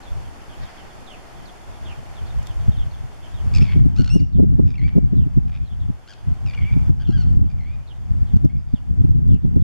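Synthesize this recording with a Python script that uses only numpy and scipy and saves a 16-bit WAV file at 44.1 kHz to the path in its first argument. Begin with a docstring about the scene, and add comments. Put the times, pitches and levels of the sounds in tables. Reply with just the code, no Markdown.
"""Sparrows at a dust bath

Sparrows squabble: the syrinx sounds rattles of short harsh pips that run into whistled slurs,
filtered by throat and beak. Others chirp further off over a steady outdoor roar and hiss, with a
brief rustle and a few faint clicks. Turbulent gusts buffet a stereo camera microphone, whose gain
control ducks the whole scene after the strong ones."""
import sys
import numpy as np
from scipy import signal
from scipy.fft import rfft, irfft, next_fast_len
from scipy.io import wavfile
from scipy.ndimage import uniform_filter1d

SR = 44100
rng = np.random.default_rng(int(sys.argv[2]) if len(sys.argv) > 2 else 0)


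def int16_out(signal):
    """Quantize to a 16-bit WAV file."""
    q = np.round(np.clip(np.atleast_2d(signal).T, -1, 1) * 32767)
    wavfile.write(sys.argv[1], SR, q.astype(np.int16))


N = 424683
TIME = np.arange(N) / SR
SPLIT_HZ, BAND_LIMIT_HZ = 3900, 15700

# Levels in all tables are relative.
# spectra of the distant roar and the fine hiss: frequency_hz, level_db
ROAR_SPECTRUM = [(40, 9.5), (150, -1.5), (350, -0.5), (520, -3.5), (760, 2), (1000, -4), (1500, -7.5),
                 (2300, -12), (3100, -15.5), (4500, -19.5), (8000, -27), (15000, -60)]
HISS_SPECTRUM = [(200, 7.5), (2000, 3), (4500, 3.5), (7500, 3.5), (8500, 0.5), (10500, 0), (13000, -5),
                 (14500, -12), (15500, -23.5)]
# strength of the wind on the microphone: time_s, level_db
WIND_STRENGTH = [(0, -47), (.16, -23), (.46, -41), (.64, -31), (.7, -47), (1.52, -43), (1.72, -32.5),
                 (2.1, -32.5), (2.74, -19.5), (3.02, -29.5), (3.2, -33), (3.55, -13.5), (3.8, -7),
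                 (4.03, -5), (4.09, -16.5), (4.14, 0), (4.21, 3.5), (4.26, -7.5), (4.4, 1.5), (4.78, -5.5),
                 (5.2, -5), (5.36, -5.5), (5.5, -10), (5.78, -17.5), (5.9, -15), (6.04, -34.5),
                 (6.2, -26.5), (6.28, -13.5), (6.68, -13.5), (6.8, -9.5), (7.3, -7), (7.46, -5), (7.8, -20),
                 (7.95, -23), (8.1, -7.5), (8.3, -11.5), (8.44, -2), (8.62, -12.5), (8.95, -8),
                 (9.36, -0.5), (9.41, -10), (9.47, -1), (9.62, -2)]
# spectra of deep eddies, faster flutter and a single buffet: frequency_hz, level_db
EDDY_SPECTRUM = [(8, -10.5), (25, -7.5), (50, 1), (90, 2), (125, -3.5), (170, -28.5), (300, -57),
                 (600, -91)]
FLUTTER_SPECTRUM = [(50, -43), (100, -14.5), (135, 2.5), (190, -3), (260, -11.5), (400, -28), (600, -42),
                    (1000, -63.5), (3000, -82), (8000, -110)]
BUFFET_SPECTRUM = [(30, -1), (100, 6.5), (220, 4.5), (350, -3.5), (550, -24.5), (900, -42), (2000, -49),
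                   (6000, -70)]
# single buffets of air: centre_s, length_s, level_db, speed_ratio
BUFFETS = [(.125, 0.056, -25, 0.43), (2.378, 0.077, -19, 0.38), (2.578, 0.073, -24.5, 0.35),
           (2.69, 0.029, -6.5, 0.6), (2.812, .06, -17, 0.36), (3.625, 0.028, -5.5, 0.82),
           (3.764, 0.033, -7, 0.87), (3.863, .03, -2.5, 0.84), (4.007, 0.052, -4, 0.87),
           (4.163, .03, 5.5, 1.19), (4.398, .036, 1.5, 1.59), (4.438, 0.044, -0.5, 1.31),
           (4.597, 0.029, 2.5, 1.11), (4.965, 0.038, -0.5, 1.17), (4.983, .024, 2.5, 1.38),
           (5.134, 0.031, -5, 1.22), (5.268, 0.042, -10, .9), (5.38, 0.037, 1.5, 0.85),
           (5.899, 0.042, -10.5, 0.75), (6.282, .04, -9.5, 0.6), (6.768, 0.032, -7, 0.718),
           (6.903, 0.025, 0.5, 0.69), (7.095, 0.032, -4, 0.87), (7.373, 0.0251, 3.5, 0.58),
           (7.422, 0.027, 2.5, 0.54), (8.117, 0.038, -5, 0.534), (8.227, 0.025, -4, 0.55),
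           (8.341, 0.027, 0.5, 0.53), (8.366, 0.031, -0.5, 0.59), (8.453, 0.031, 4, 0.86),
           (8.741, 0.024, 0.5, 0.61), (9.014, .026, 3, 0.66), (9.047, 0.029, 1, 0.77),
           (9.112, 0.026, 5, 0.5), (9.157, 0.025, 2, 0.84), (9.285, 0.036, 4, 0.59), (9.34, 0.028, 6, 0.58),
           (9.45, .026, 0, 1.07), (9.569, .028, 4, 1.01)]
# falling chirps of distant sparrows: start_s, length_s, first_pitch_hz, last_pitch_hz, level_db
FAR_CHIRPS = [(.022, 0.073, 4470, 3190, -53.5), (.49, .06, 3480, 2980, -52.5),
              (.612, .074, 4700, 3090, -52), (.77, 0.0496, 3400, 2900, -52.5),
              (1.059, 0.1, 4070, 2480, -47), (1.45, 0.057, 4720, 3150, -52),
              (1.843, 0.096, 3830, 2424, -46.5), (2.14, 0.068, 4360, 2930, -53.5),
              (2.257, 0.08, 4630, 3220, -54), (2.453, 0.079, 3890, 2980, -52),
              (2.712, 0.064, 3700, 3050, -50.5), (2.761, 0.082, 3880, 3030, -47.5),
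              (2.907, 0.057, 4480, 3100, -53), (3.224, .053, 3450, 2987, -51),
              (3.332, 0.089, 3980, 2910, -52.5), (4.32, 0.07, 4420, 2840, -48),
              (5.155, 0.091, 4300, 2680, -49), (5.65, 0.043, 4450, 3550, -49),
              (5.698, 0.0445, 3580, 3100, -47), (5.797, 0.05, 3970, 3195, -49),
              (6.612, .072, 3500, 2630, -48), (7.044, 0.048, 3700, 2800, -44.5),
              (7.869, 0.063, 4350, 2700, -42.5), (8.265, 0.079, 4330, 3020, -55),
              (8.733, 0.057, 4370, 2730, -44), (9.292, 0.084, 3710, 2620, -45.5),
              (9.601, 0.038, 4440, 3060, -47)]
# spectrum of the rustle: frequency_hz, level_db
RUSTLE_SPECTRUM = [(400, -7), (1900, 2), (3300, -7), (5000, -7), (8000, -33), (15000, -45)]
# faint clicks: start_s, level_db
CLICKS = [(2.428, -49), (2.4696, -41), (2.6914, -49), (3.6254, -46), (3.8588, -51), (4.1614, -35),
          (4.2158, -42), (4.4014, -45), (4.984, -45), (6.9014, -45), (7.369, -41.5), (8.3669, -42.5),
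          (8.4494, -38.5), (9.1102, -41.5), (9.2773, -46), (9.3427, -40)]
# spectrum of a click: frequency_hz, level_db
CLICK_SPECTRUM = [(500, -13), (2000, 0.5), (6000, 4), (11000, -7), (15000, -10)]
# transmission of throat and beak: frequency_hz, gain_db
BEAK_RESPONSE = [(600, -35), (1400, 0), (2300, -1), (3300, -0.5), (4500, 7), (5700, -6), (7000, -10),
                 (8500, -21), (10500, -36), (15000, -61)]
# runs of pips: start_s, length_s, pip_count, first_pitch_hz, last_pitch_hz, bow_hz,
# low_band_db, high_band_db, roughness (0 to 1)
RATTLES = [(3.54, 0.044, 5, 2430, 2366, 94, -37, -36, 0.48),
           (3.613, 0.012, 2, 2250, 2620, 0, -33, -48, 0.4),
           (3.643, 0.036, 4, 2520, 2200, -60, -41, -52, 0.84), (3.723, .012, 2, 2190, 2290, 0, -37, -55, 1),
           (3.964, 0.056, 6, 1293, 1426, 107, -35, -34.5, .3),
           (4.046, .049, 4, 1280, 1425, 5, -35.5, -35, .5),
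           (4.669, .048, 5, 2490, 2310, 236, -40.5, -45, 0.77),
           (4.743, 0.014, 2, 2270, 2610, 0, -35, -50, 0.13),
           (4.783, 0.013, 2, 2120, 2010, 0, -34.5, -46, 0),
           (4.817, 0.022, 3, 2090, 2190, 10, -31.5, -48, 0.3),
           (4.881, 0.01, 2, 2265, 2140, 0, -34.5, -47, .85),
           (5.482, 0.016, 2, 2370, 2740, 0, -41, -51, 0.8),
           (5.52, 0.054, 6, 2330, 2490, -42, -39, -53, 0.77),
           (6.078, 0.058, 7, 1393, 1280, 258, -39, -40.5, 0.42),
           (6.463, .048, 5, 2470, 2300, 43, -36, -43, 0.39), (6.537, .012, 2, 2280, 2710, 0, -35, -49, .4),
           (6.578, .012, 2, 2300, 2150, 0, -32.5, -52, 0.08),
           (6.612, 0.039, 4, 2140, 2170, -10, -33.5, -66, 0.23),
           (6.715, 0.024, 3, 2200, 2350, -40, -40.5, -57, 0.46),
           (7.002, 0.03, 4, 1510, 1500, 45, -41, -49, 0.34),
           (7.075, .049, 4, 1385, 1440, -15, -42, -41.5, 0.35),
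           (7.503, .013, 2, 2460, 2340, 0, -42, -48, .35),
           (7.586, 0.062, 6, 2130, 2080, -20, -40.5, -55, .25),
           (8.348, .024, 3, 1450, 1467, 10, -47.5, -52, .45)]
# whistled slurs: start_s, length_s, first_pitch_hz, last_pitch_hz, bow_hz,
# low_band_db, high_band_db, end_fade_db, roughness (0 to 1)
SLURS = [(3.608, .036, 2640, 2590, 12, -46, -43.5, -4, 0.06),
         (3.685, 0.036, 2132, 2324, 49, -37.5, -52, -1, 0.4),
         (4.099, 0.086, 2616, 2814, 129, -33, -33, -3, 0.06),
         (4.174, 0.036, 2790, 1840, 180, -44, -38.5, 0, 0.25),
         (4.843, 0.04, 2203, 2230, 115, -31.5, -49, -4, 0.07),
         (6.661, .045, 2190, 2230, 130, -36, -61, -2, 0.11),
         (7.126, 0.054, 1600, 1520, 46, -38, -50, 0, 0.11),
         (7.176, 0.065, 1508, 1306, 58.5, -42.5, -40.5, -8, 0.12),
         (7.656, .11, 2155, 2420, 96, -42, -58, -10, 0.14),
         (8.492, 0.081, 2125, 2370, 18, -46.5, -65, -5, 0.1),
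         (8.578, .05, 2400, 2480, 20, -62, -57, -5, .2), (8.679, 0.12, 2420, 2300, -10, -63, -58, 0, .1)]
# narrow dips in the microphone's response: centre_hz, width_hz
MICROPHONE_NOTCHES = [(3930, 330), (7880, 240)]


def gain_of(db):
    """The decibel law: 20 dB is a factor of ten in amplitude."""
    return 10 ** (np.asarray(db) / 20)


def unit_rms(x):
    """Normalisation to a mean power of one."""
    return x / np.sqrt(np.mean(x ** 2) + 1e-20)


def response(spectrum, hz):
    """Gain at hz, by interpolation of decibels over log frequency."""
    knots_hz, db = np.transpose(spectrum)
    return gain_of(np.interp(np.log(hz + 1), np.log(knots_hz + 1), db))


def add(mix, start_s, sound):
    """Superposition: a sound adds to the mix from start_s on."""
    part = mix[max(round(start_s * SR), 0):][:len(sound)]
    part += sound[:len(part)]


def noise(spectrum, size=N, band_hz=(0, SR)):
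    """Spectral shaping of white noise, to an rms of about one inside the band."""
    length = next_fast_len(size)
    hz = np.fft.rfftfreq(length, 1 / SR)
    shape = response(spectrum, hz)
    shape /= np.sqrt(np.mean(shape ** 2 * (hz >= band_hz[0]) * (hz <= band_hz[1])))
    return irfft(rfft(rng.standard_normal(length)) * shape, length)[:size]


def wander(size, rate_hz):
    """Linear interpolation of random values gives a drift of about unit size."""
    position = np.arange(size) * rate_hz / SR
    count = int(position[-1]) + 2
    return np.interp(position, np.arange(count), rng.standard_normal(count))


def steadied(x, window_s):
    """Division by the running rms takes the slow swells out of a noise."""
    return x / np.sqrt(abs(uniform_filter1d(x ** 2, max(int(window_s * SR), 1))) + 1e-9)


def air(roar_db=-49.0, hiss_db=-66.0, waver_db=0.74, shared=0.28):
    """Partial coherence: a distant roar is partly alike in both channels, the hiss independent."""
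    roars = np.array([noise(ROAR_SPECTRUM, band_hz=(700, 1250)) for _ in range(3)])
    hiss = np.array([noise(HISS_SPECTRUM, band_hz=(9000, 13000)) for _ in range(2)])
    roar = (roars[:2] + shared * roars[2]) * gain_of(roar_db + waver_db * wander(N, 14))
    return roar + hiss * gain_of(hiss_db)


def add_buffets(flow, swing_hz=150, takeover=0.65):
    """Big pressure swings briefly take over the flow; their frequencies scale with air speed."""
    for centre_s, length_s, db, speed in BUFFETS:
        window = signal.windows.hann(int(length_s * SR))
        start_s = centre_s - length_s / 2
        swing = np.sin(2 * np.pi * (swing_hz * speed * TIME[:len(window)] + rng.random()))
        puff = unit_rms(noise(np.multiply(BUFFET_SPECTRUM, [speed, 1]), size=len(window)))
        displaced = flow[round(start_s * SR):][:len(window)]
        add(flow, start_s, -takeover * displaced * window[:len(displaced)])
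        add(flow, start_s, gain_of(db) * unit_rms(window * (puff + 1.52 * swing)))


def wind(eddies_db=-0.5, flutter_db=-5.0, flutter_growth=1.59, calm_db=-48.5, common_db=-15.5):
    """Turbulent pressure drives the two channels in antiphase; only a little is common to both."""
    strength_db = np.interp(TIME, *np.transpose(WIND_STRENGTH))
    puffs_db = 6.5 * (np.tanh(wander(N, 22)) * 1.32 - .2)
    # Both short puffs and a stronger wind lift the flutter more than the eddies.
    eddy_gain = gain_of(strength_db + eddies_db + 0.81 * puffs_db)
    flutter_gain = gain_of(flutter_growth * strength_db + flutter_db) + gain_of(calm_db)
    flutter_gain *= gain_of(puffs_db)
    flows = []
    for _ in range(2):
        flow = eddy_gain * steadied(noise(EDDY_SPECTRUM), window_s=0.071)
        flow += flutter_gain * steadied(noise(FLUTTER_SPECTRUM), window_s=0.0398)
        add_buffets(flow)
        flows.append(flow)
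    opposed, common = flows[0], gain_of(common_db) * flows[1]
    return np.array([common + gain_of(0.08) * opposed, common - gain_of(-0.65) * opposed])


def chirps(rows, sag=.75, quaver=0.0445, trill=0.045, trill_hz=95, flicker_db=3.0, gain_db=-1.0):
    """Frequency modulation: a tone falls, steeply at first, with a quick trill and a raspy quaver."""
    out = np.zeros(N)
    for start_s, length_s, first_hz, last_hz, db in rows:
        t = np.arange(int(length_s * SR)) / SR
        shake = trill * np.sin(2 * np.pi * (trill_hz * t + rng.random()))
        shake += quaver * wander(len(t), 1089)
        hz = (first_hz + (last_hz - first_hz) * (t / length_s) ** sag) * (1 + shake)
        flicker = unit_rms(gain_of(flicker_db * wander(len(t), 300)))
        envelope = gain_of(db) * signal.windows.tukey(len(t), .28) * flicker
        add(out, start_s, envelope * np.sin(2 * np.pi * np.cumsum(hz) / SR))
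    return gain_of(gain_db) * out


def twitter(count=70, length_s=.06, first_hz=3600, last_hz=3050, relative_db=-60.5, spread=.06):
    """Independent sources: the rest of the flock chirps faintly at random moments and pitches."""
    starts_s = (np.arange(count) + rng.random(count)) * TIME[-1] / count
    rows = []
    for start_s, (detune, offset_db) in zip(starts_s, rng.standard_normal((count, 2))):
        ratio = 1 + spread * detune
        rows.append((start_s, length_s, first_hz * ratio, last_hz * ratio, relative_db + offset_db))
    return chirps(rows)


def rustle(start_s=.42, length_s=.55, level_db=-50.5, flicker_db=3.0):
    """Amplitude modulation of noise: one soft, flickering swell is heard as a rustle."""
    out, size = np.zeros((2, N)), int(length_s * SR)
    swell = signal.windows.hann(size) * gain_of(level_db + flicker_db * wander(size, 60.4))
    for channel in out:
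        add(channel, start_s, swell * noise(RUSTLE_SPECTRUM, size=size))
    return out


def clicks(decay_s=0.0014, gain_db=2.0):
    """Broadband transients: noise that rises fast and decays exponentially is heard as dry ticks."""
    out, t = np.zeros((2, N)), np.arange(500) / SR
    envelope = t / decay_s * np.exp(1 - t / decay_s)
    for start_s, db in CLICKS:
        for channel in out:
            add(channel, start_s, gain_of(db + gain_db) * envelope * noise(CLICK_SPECTRUM, len(t)))
    return out


def contour(first_hz, last_hz, bow_hz, position):
    """Pitch as a linear glide plus a parabolic bow, while position runs from -1 to 1."""
    return first_hz + (last_hz - first_hz) * (position + 1) / 2 + bow_hz * (1 - position ** 2)


def syrinx(hz, low_db, high_db, rough, jitter=0.13, doubling=0.6, rasp=0.96, brighten=0.066):
    """Source and filter: harmonics pass the beak; roughness adds jitter, flutter and period doubling."""
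    cycles = np.cumsum(hz * (1 + jitter * rough * wander(len(hz), 2410))) / SR + rng.random()
    orders = np.arange(1, 15)[:, None] / 2  # the doubled period supplies the half orders
    partial_hz = orders * hz
    weight = response(BEAK_RESPONSE, partial_hz) * (partial_hz < BAND_LIMIT_HZ)
    weight *= np.where(orders % 1 > 0, doubling * rough, 1)
    tilt = brighten * (high_db + 48.5)  # effort lifts the top harmonics
    weight *= np.maximum(partial_hz / SPLIT_HZ, 1) ** tilt
    upper = .5 + .5 * np.tanh((partial_hz - SPLIT_HZ) / 150)
    amplitude = 0
    for band, db in ((weight * (1 - upper), low_db), (weight * upper, high_db)):
        amplitude += gain_of(db) * band / np.sqrt((band ** 2).sum(0) / 2 + 1e-9)
    flutter = unit_rms(1 + rasp * rough * wander(len(hz), 2605))
    partials = amplitude * np.cos(2 * np.pi * (orders * cycles + rng.random(orders.shape)))
    return flutter * partials.sum(0)


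def rattles(pip_s=.011, arch=0.14, swell_db_per_s=76, crest=0.21, scatter_db=1.7, gain_db=1.0):
    """Pulsed voicing: runs of pips swell and fade, hoarser at both ends; each pip arches in pitch."""
    out, size = np.zeros(N), int(pip_s * SR)
    pitch_arch = 1 + arch * (.1 - np.linspace(-1, 1, size) ** 2)
    for start_s, length_s, count, first_hz, last_hz, bow_hz, low_db, high_db, rough in RATTLES:
        for position in np.linspace(-1, 1, round(count)):
            hz = contour(first_hz, last_hz, bow_hz, position) * (1 + .026 * rng.standard_normal())
            swell_db = -swell_db_per_s * length_s * (position - crest) ** 2  # deeper in longer runs
            db = swell_db + scatter_db * rng.standard_normal()
            hoarseness = np.clip(rough + .2 * (position ** 2 - .5), 0, 1)
            pip = syrinx(hz * pitch_arch, low_db + db, high_db + db, hoarseness)
            centre_s = start_s + length_s * (position + 1) / 2
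            add(out, centre_s - pip_s / 2, pip * signal.windows.hann(size))
    return gain_of(gain_db) * out


def slurs(hoarse_db=-36.0, droop=.07, droop_s=0.0045, gain_db=-2.1):
    """Sustained oscillation: notes glide, cleaner while strong; the pitch droops as the beak shuts."""
    out = np.zeros(N)
    for start_s, length_s, first_hz, last_hz, bow_hz, low_db, high_db, end_db, rough in SLURS:
        t = np.arange(int(length_s * SR)) / SR
        hz = contour(first_hz, last_hz, bow_hz, 2 * t / length_s - 1)
        hz *= 1 - droop * np.exp((t - length_s) / droop_s)
        fade_db = end_db * (t / length_s) ** 3
        edges = np.clip(np.minimum(t, t[-1] - t) / 0.0014, 0, 1)
        # A fading note breaks up and turns hoarse.
        weakness = np.clip((hoarse_db - max(low_db, high_db) - fade_db) / 8, 0, 1)
        breakup = unit_rms(gain_of(5.0 * weakness * wander(len(t), 160)))
        note = syrinx(hz, low_db + fade_db, high_db + fade_db, rough + 0.23 * weakness)
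        add(out, start_s, edges * breakup * note)
    return gain_of(gain_db) * out


def direct_sound(x, left_db, lead_samples):
    """Level and time differences give direction: the left is louder by left_db and leads the right."""
    return np.array([x * gain_of(left_db / 2), np.roll(x, lead_samples) * gain_of(-left_db / 2)])


def reflections(x, scatter_db, echo_db, t60_s, echo_s=0.079, blur_s=0.03, cutoff_hz=4600):
    """Scattering from ground and plants, and one blurred echo from further away; both lose treble."""
    t = np.arange(SR // 2) / SR
    taps = rng.standard_normal((2, len(t))) * (rng.random((2, len(t))) < .06)
    scatter = taps * gain_of(-60 * t / t60_s) * (t > .003)
    echo = taps * np.exp(-np.abs(t - echo_s) / blur_s)
    tail = sum(gain_of(db) * path / np.linalg.norm(path, axis=1, keepdims=True)
               for db, path in ((scatter_db, scatter), (echo_db, echo)))
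    dulled = signal.lfilter(*signal.butter(2, cutoff_hz, fs=SR), x)
    return signal.fftconvolve(dulled[None], tail, axes=1)[:, :N]


def birds():
    """Reflected share marks distance: the squabble is near and a little left, the flock far right."""
    near, far = rattles() + slurs(), chirps(FAR_CHIRPS) + twitter()
    return (direct_sound(near, left_db=2.5, lead_samples=1.8)
            + reflections(near, scatter_db=-5.5, echo_db=-17.5, t60_s=0.45)
            + direct_sound(far, left_db=-10.5, lead_samples=-2)
            + reflections(far, scatter_db=-2.0, echo_db=-19, t60_s=0.15))


def gain_control(x, ceiling_db=-7.0, knee_db=4.5, window_s=0.016, recovery_s=2.71):
    """Compression: the gain drops at once when the power passes the ceiling, then creeps back."""
    power = abs(uniform_filter1d((x ** 2).mean(0), int(window_s * SR)))
    excess_db = 10 * np.log10(power + 1e-12) - ceiling_db
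    relax = np.exp(-TIME / recovery_s)
    held_db = np.maximum.accumulate((excess_db + knee_db) / relax) * relax  # decaying peak hold
    return x / gain_of(np.maximum(held_db - knee_db, 0))


def scene():
    """Superposition: the pressures of all sources add at the microphone."""
    return birds() + wind() + clicks() + rustle() + air()


def record(dry):
    """Filtering and saturation: two notches, gain control, overload on hard gusts, a band limit."""
    for hz, width_hz in MICROPHONE_NOTCHES:
        dry = signal.lfilter(*signal.iirnotch(hz, hz / width_hz, SR), dry)
    ducked = gain_control(dry)
    saturated = ducked / (1 + ducked ** 6) ** (1 / 6)
    faded = saturated * signal.windows.tukey(N, .001)
    lowpass = signal.firwin(511, BAND_LIMIT_HZ, window=("kaiser", 9), fs=SR)
    return signal.oaconvolve(faded, lowpass[None], "same")


dry = scene()
out = record(dry)
int16_out(out)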